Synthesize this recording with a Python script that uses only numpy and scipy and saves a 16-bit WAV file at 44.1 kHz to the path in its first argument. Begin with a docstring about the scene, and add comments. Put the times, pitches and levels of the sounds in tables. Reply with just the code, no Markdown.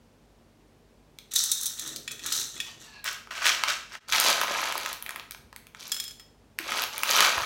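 """Spooning pebbles into a glass bowl

Close by in a small room, pebbles drop and trickle into a bowl on a wooden board and set the glass ringing.
The spoon taps the wall, scrapes out, then digs through a plastic tub of pebbles: a dense crunch of stone
contacts that rings the tub, with a few taps on the glass rim in between. A faint mains hum lies below."""
import sys
import numpy as np
from scipy import signal
from scipy.fft import rfft, irfft
from scipy.io import wavfile
from scipy.ndimage import uniform_filter1d

SR = 44100
rng = np.random.default_rng(int(sys.argv[2]) if len(sys.argv) > 2 else 0)


def pcm_store(signal):
    """Save signal as 16-bit PCM."""
    levels = np.round(np.clip(np.atleast_2d(signal), -1, 1) * 32767)
    wavfile.write(sys.argv[1], SR, levels.astype(np.int16).T)


N = 328883
TIME = np.arange(N) / SR

# strokes that dig to the tub's bottom or lift the load: t/s, rise/s, hold/s, level/dB, low boost/dB
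DIG_STROKES = [(4.078, .005, .03, -41.5, -6.5), (4.11, 0.017, 0.11, -29, -1.5),
               (4.223, 0.04, 0.044, -25, -1.5), (4.339, 0.016, 0.081, -39, 5.5),
               (4.446, 0.041, 0.21, -38, 5.5), (4.727, 0.017, .17, -42.5, 1.5),
               (5.027, 0.036, 0.14, -60, 9.5), (5.76, 0.044, 0.085, -47, -7.5), (6.581, .01, 0.073, -51, 2),
               (6.632, 0.054, 0.15, -39, 3), (6.747, 0.026, 0.012, -35, 1), (6.91, 0.019, 0.15, -44.5, 1.5),
               (7.044, 0.053, 0.056, -27, -2), (7.137, 0.039, 0.094, -26.5, 2),
               (7.288, 0.021, 0.16, -39.5, 6)]


def undb(db):
    """Decibels to gain."""
    return 10 ** (np.asarray(db) / 20)


def unit(x):
    """Scale to rms 1."""
    return x / np.sqrt(np.mean(x ** 2))


def peak(x):
    """Scale to peak 1."""
    return x / np.abs(x).max()


def even(x):
    """Hold the short-time rms at 1, so that the hand's effort alone sets the level."""
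    return x / np.sqrt(uniform_filter1d(x ** 2, size=1800) + 1e-12)


def add(out, start_s, x):
    """Mix x into out from start_s on."""
    i = int(start_s * SR)
    out[i:i + len(x)] += x[:max(N - i, 0)]


def fade(t, t60):
    """Exponential decay, 60 dB down after t60 seconds."""
    return np.exp(-np.log(1000) * t / t60)


def colour(x, points, size=2048):
    """Minimum-phase EQ through points of f/Hz, level/dB."""
    hz, db = np.transpose(points)
    log_hz = np.log(np.fft.rfftfreq(size, 1 / SR) + 1)
    gain = undb(np.interp(log_hz, np.log(hz), db))
    cepstrum = irfft(np.log(gain))
    cepstrum[1:size // 2] *= 2
    cepstrum[size // 2 + 1:] = 0
    impulse = irfft(np.exp(rfft(cepstrum)))
    return signal.oaconvolve(x, impulse)[:len(x)]


def band(x, hz, kind, order=4):
    """Butterworth filter."""
    return signal.sosfilt(signal.butter(order, hz, kind, fs=SR, output="sos"), x + 1e-18)


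def resonate(x, hz, width_hz):
    """One resonance, gain 1 at its centre."""
    return signal.lfilter(*signal.iirpeak(hz, hz / width_hz, fs=SR), x + 1e-18)


def crack(t, hz, t60, skirt_db):
    """Stone contact: a brief noise burst, strongest around hz (the harder, the higher)."""
    burst = rng.standard_normal(len(t)) * fade(t, t60)
    near_db, far_db = -skirt_db / 2, -2 * skirt_db
    x = colour(burst, [(hz / 10, far_db), (hz / 2, near_db), (hz, 0), (hz * 2, near_db), (hz * 10, far_db)])
    return x / np.sqrt(np.sum(x ** 2))


def contacts(per_s, spread_db, t60, low_hz, high_hz, pitches=24):
    """Stones jostling: random knocks, few large and many small, shared among stones of different pitch."""
    t = np.arange(SR // 50) / SR
    out = np.zeros(N)
    for hz in np.geomspace(low_hz, high_hz, pitches):
        strength = undb(spread_db * np.minimum(rng.exponential(size=N), np.log(100)))
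        struck = rng.random(N) < per_s / pitches / SR
        knocks = struck * strength * rng.choice([-1, 1], N)
        # higher knocks spread over a wider band, so they carry more energy
        out += np.sqrt(hz) * signal.oaconvolve(knocks, crack(t, hz, t60, skirt_db=15))[:N]
    return out


def effort(moves, fall_db_per_s, swell_db=19):
    """Envelope of overlapping movements: each swells, holds and dies away; their powers add."""
    power = np.zeros(N)
    for start_s, rise_s, hold_s, db, *_ in moves:
        t = np.arange(int((rise_s + hold_s) * SR) + SR) / SR
        attack_db = swell_db * np.maximum(1 - t / rise_s, 0)
        release_db = fall_db_per_s * np.maximum(t - rise_s - hold_s, 0)
        add(power, start_s, undb(db - attack_db - release_db) ** 2)
    return np.sqrt(power)


def stir(rattle, moves, fall_db_per_s, treble_db, low_hz, high_hz):
    """Play a rattle by effort: the treble keeps a fixed share, deeper movements add lows."""
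    low = even(band(rattle, low_hz, "low"))
    mid = even(band(rattle, [low_hz, high_hz], "band"))
    high = even(band(rattle, high_hz, "high"))
    low_moves = [(*timing, db + boost_db) for *timing, db, boost_db in moves]
    body = effort(low_moves, fall_db_per_s) * low
    return body + effort(moves, fall_db_per_s) * (mid + undb(treble_db) * high)


def background():
    """Still room air and mains hum."""
    # spectrum of the air: f/Hz, level/dB
    air_spectrum = [(15, -33.5), (25, -10.5), (53, -8), (123, -10), (161, -11), (180, -11.5), (229, -8),
                    (335, -12.5), (416, -10.5), (659, -16.5), (962, -19.5), (1230, -23.5), (5570, -32),
                    (16000, -43)]
    # tones of the hum: f/Hz, rms level/dB
    hum_tones = [(50, -66.5), (100, -71), (150, -72), (230, -70)]
    air = undb(-60.5) * unit(colour(rng.standard_normal(N), air_spectrum, size=8192))
    hum = sum(undb(db) * np.sin(2 * np.pi * (hz * TIME + rng.random())) for hz, db in hum_tones)
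    return air + np.sqrt(2) * hum


def tub_ring(x):
    """The short, hollow ring of the plastic tub."""
    # tub resonances: f/Hz, width/Hz, level/dB
    modes = [(566, 50, -4.5), (907, 54, -0.5), (957, 34, 5), (1024, 77, 6), (1190, 38, -4.5), (1255, 69, 4),
             (1315, 10, -0.5), (1590, 230, -14), (2330, 40, -15), (2240, 110, -14.5)]
    return sum(undb(db) * resonate(x, hz, width_hz) for hz, width_hz, db in modes)


def snaps():
    """A jammed pebble slips free: a hard tick of stone on stone and a knock that rings the plastic."""
    # pebbles snapping against spoon and tub: t/s, knock level/dB, knock f/Hz, tick level/dB
    single_snaps = [(1.1873, -30, 3450, -35), (3.043, -25.5, 2460, -19.5), (3.13, -28, 3140, -25.5),
                    (3.2729, -33, 1200, -52), (3.3116, -30, 2170, -38), (3.4635, -15, 2100, -15),
                    (3.6368, -6.5, 2120, -37), (3.9531, -24, 1760, -53), (4.1152, -23, 3100, -27),
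                    (4.1236, -9.5, 3500, -32), (4.1335, -9, 2020, -30), (4.1495, -10, 2200, -21),
                    (4.2, -11, 2940, -5), (4.2676, -18, 3600, -25), (4.414, -11.5, 1790, -16),
                    (4.4337, -12.5, 1020, -20), (4.6168, -24, 1400, -23), (4.724, -16, 2500, -24),
                    (4.754, -20.5, 990, -28), (4.7788, -20, 2310, -19), (4.8605, -15, 2050, -24),
                    (4.9296, -26.5, 2420, -18), (5.025, -28, 2060, -16.5), (5.063, -22, 2070, -24.5),
                    (5.0925, -19, 1880, -22), (5.1072, -26, 2030, -28), (5.16, -23.5, 2020, -23),
                    (5.1971, -22.5, 2220, -37), (5.3097, -27, 2300, -18.5), (5.3203, -29, 3120, -34),
                    (5.3471, -29, 1690, -56), (5.528, -33.5, 1630, -41), (5.5622, -28, 2170, -26.5),
                    (5.6691, -36, 2480, -37), (5.748, -28.5, 2000, -53), (5.8792, -41, 3390, -26),
                    (6.588, -12.5, 2230, -15.5), (6.7204, -14.5, 2020, -36), (6.8204, -16, 2900, -16.5),
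                    (6.8378, -11.5, 3000, -17), (6.9798, -21.5, 2350, -15), (7.0339, -9.5, 2630, -13),
                    (7.105, -22, 2700, -9), (7.1265, -16, 2600, -18), (7.1643, -7, 1800, -11),
                    (7.206, -2.5, 3080, -8), (7.3797, -15.5, 1090, -20)]
    t = np.arange(SR // 20) / SR
    knocks, ticks = np.zeros((2, N))
    for start_s, knock_db, hz, tick_db in single_snaps + slips():
        add(knocks, start_s, undb(knock_db) * peak(crack(t, hz, t60=.007, skirt_db=16)))
        add(ticks, start_s, undb(tick_db) * peak(crack(t, hz=11500, t60=.0045, skirt_db=16)))
    return band(knocks + undb(-2.5) * tub_ring(knocks), 700, "high", order=3) + ticks


def trickle(bowl_modes):
    """Small stones roll over each other and keep the glass ringing."""
    # spectrum of stones on glass: f/Hz, level/dB
    spectrum = [(470, -41.5), (800, -22.5), (1290, -17.5), (1630, -21), (1810, -16.5), (2130, -27),
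                (2730, -28.5), (3800, -10), (4800, -12), (6170, -5), (6910, -3.5), (8230, 2), (10600, -4.5),
                (12900, -2), (16000, -10.5)]
    # runs of pebbles sliding into the bowl: t/s, rise/s, hold/s, level/dB, low boost/dB
    spills = [(1.307, 0.0073, 0.032, -46.5, -3.5), (1.351, .008, 0.013, -24.5, -16.5),
              (1.417, .02, .05, -38.5, -12), (1.475, .015, 0.21, -41, -10), (1.751, 0.027, 0.12, -43, -3),
              (2.106, .005, .005, -51, 1), (2.205, 0.057, 0.035, -38.5, -0.5),
              (2.302, 0.022, 0.074, -33.5, -10), (2.53, 0.013, 0.036, -49, -1),
              (2.615, 0.024, 0.04, -52.5, -9), (2.774, 0.043, 0.0078, -51.5, -2.5)]
    stones = contacts(per_s=1500, spread_db=3.1, t60=.008, low_hz=1500, high_hz=13000)
    stones = colour(stones, spectrum)
    # a mode's bandwidth follows from its decay time
    ring = sum(undb(db) * resonate(stones, hz, np.log(1000) / np.pi / t60) for hz, db, t60 in bowl_modes)
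    rattle = unit(stones) + undb(-12) * unit(ring)
    return stir(rattle, spills, fall_db_per_s=152.5, treble_db=-7, low_hz=2820, high_hz=6410)


def glass_hits(blows, modes, crack_db, crack_t60, skirt_db):
    """Each blow cracks and rings the glass; where it lands sets each mode's share and exact pitch."""
    t = np.arange(SR // 2) / SR
    out = np.zeros(N)
    hz, db, t60 = np.transpose(modes)[:, :, None]
    for start_s, level_db, bright_hz in blows:
        share = undb(db + 2 * rng.standard_normal(hz.shape)) * rng.choice([-1, 1], hz.shape)
        detuned_hz = hz * (1 + .003 * rng.standard_normal(hz.shape))
        ring = np.sum(share * np.sin(2 * np.pi * detuned_hz * t) * fade(t, t60), axis=0)
        ring /= np.sqrt(np.sum(ring ** 2))
        attack = undb(crack_db) * crack(t, bright_hz, crack_t60, skirt_db)
        add(out, start_s, undb(level_db) * peak(ring + attack))
    return band(out, 1000, "high", order=2)


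def pour():
    """Pebbles clink into the bowl one by one while smaller stones trickle around them."""
    # pebbles landing: t/s, level/dB, brightness/Hz
    landings = [(1.3175, -28, 5000), (1.337, -17, 8650), (1.3592, -8, 7460), (1.3635, -20.5, 6100),
                (1.3845, -22, 6300), (1.438, -13, 8000), (1.5163, -7.5, 8000), (1.611, -20, 9000),
                (1.632, -17, 9700), (1.6573, -13, 9000), (1.6653, -16, 8800), (1.795, -20, 6400),
                (1.876, -25, 6360), (1.961, -21, 6250), (2.1165, -24, 8000), (2.2367, -28, 3730),
                (2.262, -18, 6840), (2.3235, -13, 5750), (2.364, -19, 6200), (2.397, -26, 6060),
                (2.413, -22, 4270)]
    # modes of the glass bowl: f/Hz, level/dB, t60/s
    modes = [(3450, -7, .05), (3600, -6, .06), (3720, -3, .17), (3850, -6, .05), (4054, -5, .09),
             (4170, -6, .1), (5352, -13, .12), (5725, -7, .13), (5872, -7, .13), (6048, -6, .1),
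             (6123, -3, .15), (6292, -5, .12), (6336, -6, .12), (7240, -9, .04), (8050, -10, .04),
             (9152, -10, .05)]
    return glass_hits(landings, modes, crack_db=5, crack_t60=.03, skirt_db=17) + trickle(modes)


def board_rumble():
    """The wooden board rumbles dully as the bowl is leaned on."""
    # spectrum of the board: f/Hz, level/dB
    spectrum = [(53, -45.5), (90, -20), (141, 1), (177, -10), (302, -1), (437, -9), (700, -13.5),
                (910, -40), (1540, -120)]
    # leans on the bowl: t/s, rise/s, hold/s, level/dB
    leans = [(1.8, .03, 0.17, -54), (2.1, 0.013, 0.015, -55.5), (2.2, 0.024, 0.17, -55),
             (2.52, 0.02, 0.045, -56), (2.75, 0.016, 0.024, -58.5)]
    return even(colour(rng.standard_normal(N), spectrum)) * effort(leans, fall_db_per_s=158)


def wall_taps():
    """The spoon knocks the inner wall and briefly rings the glass."""
    # taps on the wall: t/s, level/dB, brightness/Hz
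    taps = [(2.0775, -20, 3280), (2.1107, -25.5, 3570), (2.1933, -30.5, 3450), (2.5651, -30, 1870),
            (2.602, -15.5, 3850)]
    # modes of the struck wall: f/Hz, level/dB, t60/s
    modes = [(1846, 0.5, 0.037), (2310, -4.5, 0.03), (2515, -7.5, 0.14), (2550, -3.5, 0.066),
             (3420, 3.5, 0.048), (3520, -38.5, .25), (4270, -22, 0.09), (5280, -5, 0.051),
             (6160, -20, 0.058), (7130, 1.5, 0.025), (8400, -15, .05), (9440, -11, 0.066)]
    return glass_hits(taps, modes, crack_db=-3, crack_t60=.048, skirt_db=16)


def spoon_scrape():
    """The emptied spoon scrapes over the rim: friction hisses in resonances that sink as it is drawn out."""
    # scraping strokes: t/s, rise/s, hold/s, level/dB
    strokes = [(2.62, .06, .02, -45.5), (2.79, 0.074, 0.025, -52.5), (2.89, .05, .05, -51)]
    # resonances of the sliding spoon: ratio to its pitch, width/Hz, level/dB
    modes = [(0.569, 217, -7.5), (1.002, 45, 1), (1.6, 215.5, 1.5), (2.55, 500, -1.5)]
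    start_hz, sink_hz_per_s = 1930, 720
    drawn_s = np.clip(TIME - strokes[0][0], 0, .5)
    phase = 2 * np.pi * np.cumsum(start_hz - sink_hz_per_s * drawn_s) / SR
    hiss = np.zeros(N)
    for ratio, width_hz, db in modes:
        flutter = unit(band(rng.standard_normal(N), width_hz / 2, "low", order=2))
        hiss += undb(db) * flutter * np.sin(ratio * phase)
    grit = contacts(per_s=1500, spread_db=2.5, t60=.003, low_hz=1000, high_hz=5000, pitches=8)
    grit = band(grit, 4000, "low", order=2)
    return (unit(hiss) + undb(-5.5) * unit(grit)) * effort(strokes, fall_db_per_s=252)


def crunch(strokes, spectrum, contacts_per_s, ring_db, fall_db_per_s):
    """Pebbles pushed by the spoon crunch together and knock the tub."""
    stones = contacts(contacts_per_s, spread_db=3.3, t60=.005, low_hz=500, high_hz=12000)
    stones = colour(stones, spectrum)
    rattle = stones + undb(ring_db) * tub_ring(stones)
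    return stir(rattle, strokes, fall_db_per_s, treble_db=-9.5, low_hz=2740, high_hz=7210)


def scoop():
    """The spoon skims the loose top layer: a busy rattle with little ring from the tub."""
    # shallow strokes: t/s, rise/s, hold/s, level/dB, low boost/dB
    strokes = [(3.04, 0.017, 0.022, -34.5, 0.5), (3.305, 0.0047, 0.005, -43, 4.5),
               (3.335, 0.029, 0.011, -41, 2.5), (3.385, 0.04, .02, -37.5, 5.5),
               (3.435, 0.025, 0.019, -23, -1.5), (3.51, .02, 0.15, -48, 6.5),
               (3.675, 0.004, 0.015, -29.5, 0.5), (3.89, 0.045, 0.0049, -46.5, 3.5)]
    # spectrum of loose pebbles: f/Hz, level/dB
    spectrum = [(150, -47.5), (300, -14), (480, -16.5), (620, -9), (820, -16), (1100, -8.5), (1550, -0.5),
                (2000, -7), (3000, -12.5), (5000, -12.5), (8000, -21.5), (10300, -24), (12000, -22),
                (16000, -26.5)]
    return crunch(strokes, spectrum, contacts_per_s=2400, ring_db=-12, fall_db_per_s=231.5)


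def dig():
    """The spoon ploughs to the bottom: a fuller crunch that rings the tub harder."""
    # spectrum of pebbles deep in the tub: f/Hz, level/dB
    spectrum = [(100, -18), (200, -3), (400, -7), (580, -3), (750, -2.5), (950, -4), (1300, -3), (2200, -2),
                (2800, -6), (3800, -3.5), (5500, -5), (7500, -9), (10300, -9.5), (11500, -9), (16000, -14)]
    return crunch(DIG_STROKES, spectrum, contacts_per_s=1700, ring_db=-6, fall_db_per_s=261)


def slips(per_s=20, slices=400):
    """Cues for small pebbles snapping at random during a dig, scaled to the stroke that frees them."""
    cues = []
    for start_s, rise_s, hold_s, stroke_db, _ in DIG_STROKES:
        slipped = rng.random(slices) < per_s * hold_s / slices
        scatter = rng.standard_normal((slices, 3))
        for k in np.flatnonzero(slipped):
            knock_scatter, pitch_scatter, tick_scatter = scatter[k]
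            slip_s = start_s + rise_s + hold_s * k / slices
            knock_db = stroke_db + 7.5 + 3.5 * knock_scatter
            knock_hz = 1700 * np.exp(.3 * pitch_scatter)
            tick_db = stroke_db + 8 + 3.5 * tick_scatter
            cues.append((slip_s, knock_db, knock_hz, tick_db))
    return cues


def hand_bumps():
    """The hand bumps tub and table: low, damped thuds with a soft attack."""
    # bumps: t/s, level/dB, f/Hz
    bumps = [(4.129, -48, 75), (4.755, -43, 400), (5.387, -50.5, 108), (5.439, -48, 65.4),
             (6.599, -37.5, 326), (6.716, -42, 248), (7.371, -39, 86.5), (7.413, -44, 125)]
    t = np.arange(SR // 4) / SR
    envelope = fade(t, t60=.049) - fade(t, t60=.0094)
    out = np.zeros(N)
    for start_s, db, hz in bumps:
        thud = np.sin(2 * np.pi * hz * t) * envelope
        add(out, start_s, undb(db) * thud / thud.max())
    return out


def rim_taps():
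    """The spoon chatters against the glass rim in bright clinks."""
    # taps on the rim: t/s, level/dB, brightness/Hz
    taps = [(5.9184, -12, 5720), (5.9444, -23.5, 5300), (5.9654, -24, 3300), (5.9998, -17, 5640),
            (6.0397, -24.5, 5200), (6.0791, -25.5, 5100), (6.1094, -32.5, 3260), (6.1968, -36, 1585)]
    # modes of the struck rim: f/Hz, level/dB, t60/s
    modes = [(1750, -7, .025), (3290, -6, .12), (3400, -3, .045), (5170, 2, .07), (7220, 0, .035),
             (9255, -7, .04), (11310, -11, .025)]
    return glass_hits(taps, modes, crack_db=-.5, crack_t60=.046, skirt_db=6.5)


def room(x, wet_db, t60, treble_t60, onset_s):
    """Table and near walls answer almost at once; the treble dies first."""
    t = np.arange(SR * 2 // 3) / SR
    low, high = rng.standard_normal((2, len(t)))
    body = band(low, 7600, "low", order=2) * fade(t, t60)
    treble = band(high, 10000, "high", order=2) * fade(t, treble_t60)
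    tail = (body + treble) * np.clip(t / onset_s - .5, 0, 1)
    tail /= np.sqrt(np.sum(tail ** 2))
    return x + undb(wet_db) * signal.oaconvolve(x, tail)[:N]


def scene():
    """Bowl, tub and table in one room; the level dips sharply for an instant at four seconds."""
    bowl = pour() + wall_taps() + rim_taps() + spoon_scrape()
    tub = scoop() + dig() + snaps()
    table = board_rumble() + hand_bumps()
    mix = room(bowl + tub + table, wet_db=-4.5, t60=.46, treble_t60=.36, onset_s=.00042) + background()
    dip = np.interp(TIME, [3.96, 4, 4.015, 4.07, 4.08], [1, .02, .3, .5, 1])
    return (dip * mix)[None]


def record(dry):
    """The recorder drops the deepest bass, rounds the sharpest peaks and cuts the top."""
    bottom_hz, top_hz, drive = 40, 16000, 1.4
    rounded = np.tanh(drive * band(dry, bottom_hz, "high", order=5)) / drive
    return signal.sosfilt(signal.ellip(10, .2, 80, top_hz, fs=SR, output="sos"), rounded)


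dry = scene()
out = record(dry)
pcm_store(out)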